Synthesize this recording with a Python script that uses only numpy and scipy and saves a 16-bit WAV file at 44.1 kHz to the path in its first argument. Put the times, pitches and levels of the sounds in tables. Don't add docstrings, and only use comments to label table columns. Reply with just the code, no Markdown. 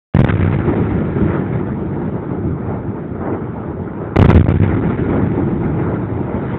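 import sys
import numpy as np
from scipy import signal
from scipy.fft import rfft, irfft
from scipy.io import wavfile
from scipy.ndimage import uniform_filter1d

SR = 44100
rng = np.random.default_rng(int(sys.argv[2]) if len(sys.argv) > 2 else 0)


def boost(x):
    u = np.asarray(x, float) / 20
    return 10 ** u


def log_audio(samples):
    frames = np.atleast_2d(samples).T
    limited = np.clip(frames, -1, 1)
    pcm = np.round(limited * 32767).astype(np.int16)
    wavfile.write(sys.argv[1], SR, pcm)


N = 290178


def bass_cut():
    return signal.cheby1(3, .2, 110, "high", fs=SR, output="sos")


def walk(rate):
    hold = int(SR / rate)
    levels = np.repeat(rng.standard_normal(N // 100), hold)[:N]
    slewed = uniform_filter1d(uniform_filter1d(levels, hold), hold)
    return slewed / np.std(slewed)


def echoes(per_second=1500, wash=1.2):
    clicks = (rng.random(N) < per_second / SR) * rng.uniform(-1.1, 1, N)
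    return clicks / np.std(clicks) + wash * rng.standard_normal(N)


def mottle(x, patch_db=2.0, size=256):
    cells = signal.stft(x, nperseg=size)[2]
    field = rng.standard_normal(cells.shape)
    for _ in range(2):
        field = uniform_filter1d(field, size=2, axis=0)
        field = uniform_filter1d(field, size=8, axis=1)
    field[:3] = 0
    patches = boost(patch_db * field / np.std(field))
    return signal.istft(cells * patches, nperseg=size)[1][:N]


# (pitch [Hz], level [dB])
VALLEY = [(18, -41.5), (30, -16), (69, -2.5), (97, 4), (174, 1.5), (265, -3), (340, 0.5), (450, -11),
          (520, -18), (1100, -27), (1700, -34), (2400, -41), (2700, -42), (3800, -40.5)]
# (pitch [Hz], width [Hz], boost [dB])
HOUSING = [
    (881, 200, 3.5),
    (1350, 242, 3.5),
    (2176, 480, 3.5),
    (3200, 1400, 0.5),
]


def spectrum_gain(hz):
    valley_hz, valley_db = np.transpose(VALLEY)
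    case_db = sum(peak_db / (1 + (2 * (hz - mid) / width) ** 4) for mid, width, peak_db in HOUSING)
    return boost(np.interp(np.log(hz + 1), np.log(valley_hz), valley_db) + case_db)


LAUNCHES_S = [
    .14,
    4.16,
]


def squeeze(hard_db=10, rest_db=0.65, fade_s=0.38, snap_s=.004):
    t = np.arange(N) / SR
    after = sum((t > s) * np.exp(-np.abs(t - s) / fade_s) for s in LAUNCHES_S)
    push = walk(50)
    push = np.interp(t + snap_s * push, t, push)
    return boost((rest_db + hard_db * after) * np.minimum(push, .7))


# (strength [dB], share of the front's extra [ratio], front length [s],
# fade stretch [ratio])
LAUNCH_SHAPES = [
    (-0.3, 0.68, 0.29, 1),
    (-.5, 1.6, 0.19, 1.324),
]
# (time [s], swell [dB],
# length [s], pitch [Hz])
SWELLS = [(0.306, 15.5, 0.03, 1790), (0.366, 9, 0.036, 1500), (0.427, 13, 0.016, 2000),
          (0.706, 7.5, 0.13, 600), (1.27, 4.5, 0.35, 3420), (1.561, 7, 0.069, 3200), (3.495, 3, 0.77, 2226),
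          (4.299, 7, 0.033, 998), (4.53, 9.5, .09, 330), (0.235, -8.5, 0.068, 1500),
          (4.429, -8.5, 0.053, 1500), (.98, 2, 0.16, 756), (5.952, 4, .05, 1500), (1.23, 10.5, .08, 200),
          (1.349, 9.5, 0.087, 1000), (1.563, 2, 0.11, 90), (2.02, 3.5, 0.066, 1000),
          (2.335, 6.5, 0.12, 500), (2.485, 9.5, .07, 110), (2.72, 7, .12, 1200), (3.3, 10, 0.21, 600),
          (3.586, 3, 0.088, 900), (4.071, 4.5, 0.36, 1200), (5.158, 6, 0.18, 600), (5.392, 6, .08, 500),
          (5.557, 3, 0.28, 90), (5.85, 7, 0.23, 900), (6.34, 7, 0.15, 1200), (6.52, 11, 0.15, 2400)]


def register_db(hz, start_db, rest_db, fade_s, front_db, attack_s=0.022, swell_octaves=1.3):
    t = np.arange(N) / SR
    db = np.full(N, float(rest_db))
    for s, (strength_db, share, front_s, stretch) in zip(LAUNCHES_S, LAUNCH_SHAPES):
        since = np.maximum(t - s, 0)
        fading = (start_db + strength_db - rest_db) * np.exp(-since / (fade_s * stretch))
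        front = share * front_db / (1 + (since / front_s) ** 6)
        risen = np.clip(.5 + (t - s) / attack_s, 0, 1)
        db += risen * (rest_db + fading + front - db)
    for s, swell_db, length_s, swell_hz in SWELLS:
        away_in_time = 2 * (t - s) / length_s
        away_in_pitch = np.log2(hz / swell_hz) / swell_octaves
        db += swell_db * np.exp(-away_in_time ** 2 - away_in_pitch ** 2)
    return db


LAYER_EDGES_HZ = [220, 500, 1600, 2400]
# (pitch [Hz], level after the blast [dB], resting level [dB],
# fade [s], extra in the front [dB])
REGISTERS = [
    (102, -12.5, -30.5, 2.18, 2),
    (338, -19.5, -36.5, 2.78, 8),
    (900, -26.5, -36, 1.48, 1.5),
    (2000, -29, -58, 1.34, -3),
    (3000, -38, -63, 1.5, 2.5),
]


def rumble():
    layer_db = [register_db(*row) for row in REGISTERS]
    hz = np.fft.rfftfreq(N, 1 / SR)
    lost = np.abs(signal.sosfreqz(bass_cut(), hz, fs=SR)[1]) + 0.013
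    edges = np.r_[1e-3, LAYER_EDGES_HZ, 1e6]
    heard = rfft(mottle(echoes())) * spectrum_gain(hz)
    out = 0
    for lo, hi, db in zip(edges, edges[1:], layer_db):
        band = heard / np.sqrt((1 + (lo / (hz + 1)) ** 12) * (1 + (hz / hi) ** 12))
        in_air = irfft(band / lost, N) / np.std(irfft(band, N))
        out = out + in_air * boost(db + 0.47 * walk(18))
    return out * squeeze()


# (first swing time [s], swings [count],
# first direction [+-1], level [dB], loss before each swing [dB])
ROCKING = [
    (.324, 3, -1, 1, -24),
    (.393, 3, -1, 1.5, -17),
    (.4314, 4, 1, 3, -18),
    (.497, 3, -1, 1.5, -11),
    (.588, 2, 1, 1, -8),
    (4.3958, 2, 1, 8, -24),
    (4.5418, 2, 1, 3, -4),
    (4.602, 3, 1, 5, -11),
    (4.663, 3, 1, .5, -10),
]


def swings(period_s=.0155):
    rows = []
    for s, count, direction, db, loss in ROCKING:
        for k in range(count):
            rows.append((s + k * period_s, db, direction * (-1) ** k, loss))
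    return rows


# (end time [s], length [ms], loss [dB])
DEAF = [(.1625, 6.5, -28), (.185, 10, -30), (.203, 4, -12), (.232, 11, -30), (.242, 4, -12),
        (.2625, 11.5, -32), (.272, 6, -22), (.286, 5, -22), (.369, 8, -22), (.558, 6, -12), (.574, 6, -12),
        (.753, 8, -28), (4.186, 14, -26), (4.242, 11, -30), (4.277, 12, -28), (4.327, 6, -24),
        (4.344, 11, -22), (4.427, 13, -26), (4.442, 12, -21), (4.46, 11, -26), (4.466, 3, -22),
        (4.482, 12, -24), (4.538, 11, -28), (4.583, 7, -14), (4.617, 11, -26), (4.763, 9, -14),
        (4.812, 10, -24), (4.888, 6, -14), (4.921, 4, -18), (4.972, 7, -22)]


def hearing(edge_ms=.4, lead_s=.003, stuck_ms_per_db=.36):
    free_db = np.zeros(N)
    before_swings = [(s - lead_s, -loss * stuck_ms_per_db, loss) for s, _, _, loss in swings()]
    for until, ms, db in DEAF + before_swings:
        span = np.arange(int((until - ms / 1000) * SR), int(until * SR))
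        sinking = np.minimum(np.linspace(.1, 2.5, len(span)), 1)
        free_db[span] = np.minimum(free_db[span], db * sinking)
    arrived = np.arange(N) > (LAUNCHES_S[0] - .002) * SR
    return uniform_filter1d(boost(free_db) * arrived, int(edge_ms * SR / 1000))


# (time [s], level [dB], direction [+-1], rise [ms])
FIRST_JUMPS = [(.1479, 5.5, -1, .6), (.1506, -2.9, 1, 1.6), (.1648, 6.1, 1, 1.6), (.1706, -5.9, 1, .6),
               (.1868, -2.7, -1, 1), (.1894, .4, 1, 1), (.192, 8, -1, 1), (.2049, 5.7, 1, .6),
               (.216, 4.7, -1, .7), (.2339, 2.6, 1, 1.6), (.2457, 6.3, -1, .35), (.2786, -1.6, -1, 1.6),
               (.2886, -3.9, 1, .3), (.2947, -.3, -1, 1), (.2973, -3, 1, 1.2), (.3062, -2.6, -1, .6)]
# (time [s], level [dB], direction [+-1], rise [ms])
SECOND_JUMPS = [(4.1587, -2.6, 1, .3), (4.1668, 4.6, -1, .25), (4.1898, 5.7, 1, .6), (4.1964, 4.2, -1, .3),
                (4.212, 4.9, 1, .6), (4.2169, 3.2, -1, .3), (4.2267, 9.2, -1, 1), (4.2316, 4.7, -1, 1.6),
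                (4.2469, 4.3, -1, 1.6), (4.2499, 4.1, 1, 1), (4.2599, 7.3, -1, .6), (4.2849, 7, -1, 1.6),
                (4.2913, 2.4, 1, .3), (4.294, 6.7, -1, 1.6), (4.2965, 2.7, 1, 1.6), (4.302, 2.5, 1, .4),
                (4.3124, 1.9, -1, .3), (4.3285, 5.8, 1, 1.6), (4.3465, 8.5, 1, 1), (4.3535, 1.8, -1, .6),
                (4.3582, 7.3, 1, 1.6), (4.3644, 4.1, -1, 1), (4.371, 6.8, 1, 1), (4.3785, 6.4, -1, .7),
                (4.4439, 4.6, 1, 1.6), (4.4871, 8.2, 1, 1.6), (4.5039, 1, -1, .6), (4.5153, -.9, -1, .6),
                (4.5217, 1.3, -1, 1), (4.5702, 2.8, -1, 1.6)]


def jumps(swing_rise_ms=1.3):
    return FIRST_JUMPS + SECOND_JUMPS + [(s, db, d, swing_rise_ms) for s, db, d, _ in swings()]


def under_blasts(depth_db=-19, swing_share=0.46, span_s=0.035):
    busy, span = np.zeros(N), int(span_s * SR)
    busy[(np.array(FIRST_JUMPS + SECOND_JUMPS)[:, 0] * SR).astype(int)] = span
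    busy[(np.array(swings())[:, 0] * SR).astype(int)] = span * swing_share / 2
    crowding = uniform_filter1d(uniform_filter1d(busy, span), span // 4)
    return boost(depth_db * np.minimum(crowding, 1))


def rasp(db=-32, t60_s=0.015):
    hits = np.zeros(N)
    s, size_db, _, rise_ms = np.transpose(jumps())
    hits[(s * SR).astype(int)] = boost(size_db) / rise_ms ** 1.1
    fade = signal.lfilter([1], [1, -np.exp(-np.log(1000) / (t60_s * SR))], hits)
    band = signal.butter(2, [1100, 2800], "band", fs=SR, output="sos")
    treble = signal.sosfilt(band, rng.standard_normal(N))
    return boost(db) * uniform_filter1d(fade, size=30) * treble / np.std(treble)


# (time [s], level [dB], direction [+-1], length [ms])
CRACKS = [(0.1695, -4, -1, 0.48), (0.1917, -1, 1, 1), (0.2744, -8.5, 1, 0.99), (0.304, -7.5, -1, 0.295),
          (4.1606, -5.5, -1, 0.28), (4.1643, -1, -1, 0.45), (4.1896, 0.5, -1, 0.92), (4.2262, 2, 1, .7),
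          (4.3143, 0, 1, 0.58), (4.3483, -9, -1, 0.85), (4.3587, -4, -1, 0.76), (4.4288, -14, 1, 0.38),
          (4.4606, -9.5, -1, 0.81), (4.4679, -8, -1, 0.96), (4.4831, -2.5, -1, 1), (4.4897, -6, -1, 0.64)]


def blasts():
    t, out = np.arange(N) / SR, np.zeros(N)
    for s, db, direction, rise_ms in jumps():
        out += direction * boost(db) * (.5 + .5 * np.tanh((t - s) * 2000 / rise_ms))
    for s, db, direction, length_ms in CRACKS:
        out += np.sign(direction) * boost(db) * np.exp(-((t - s) * 2000 / length_ms) ** 2)
    return out


def scene():
    roll = rumble()
    low = signal.sosfiltfilt(signal.butter(2, 650, fs=SR, output="sos"), roll)
    high = roll - low
    passed = hearing() * (high + low * under_blasts() + rasp())
    return (boost(.9) * blasts() + passed)[None]


def band_limit(x):
    return signal.sosfilt(signal.butter(12, 16000, fs=SR, output="sos"), x)


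def record(dry):
    x = signal.sosfilt(bass_cut(), dry)
    x = signal.sosfiltfilt(signal.cheby2(9, 45, 4650, fs=SR, output="sos"), x)
    hiss = boost(-100) * rng.standard_normal(x.shape) * (np.arange(N) > LAUNCHES_S[0] * SR)
    mix = np.clip(x, -1, 1) + hiss
    return band_limit(mix)


dry = scene()
out = record(dry)
log_audio(out)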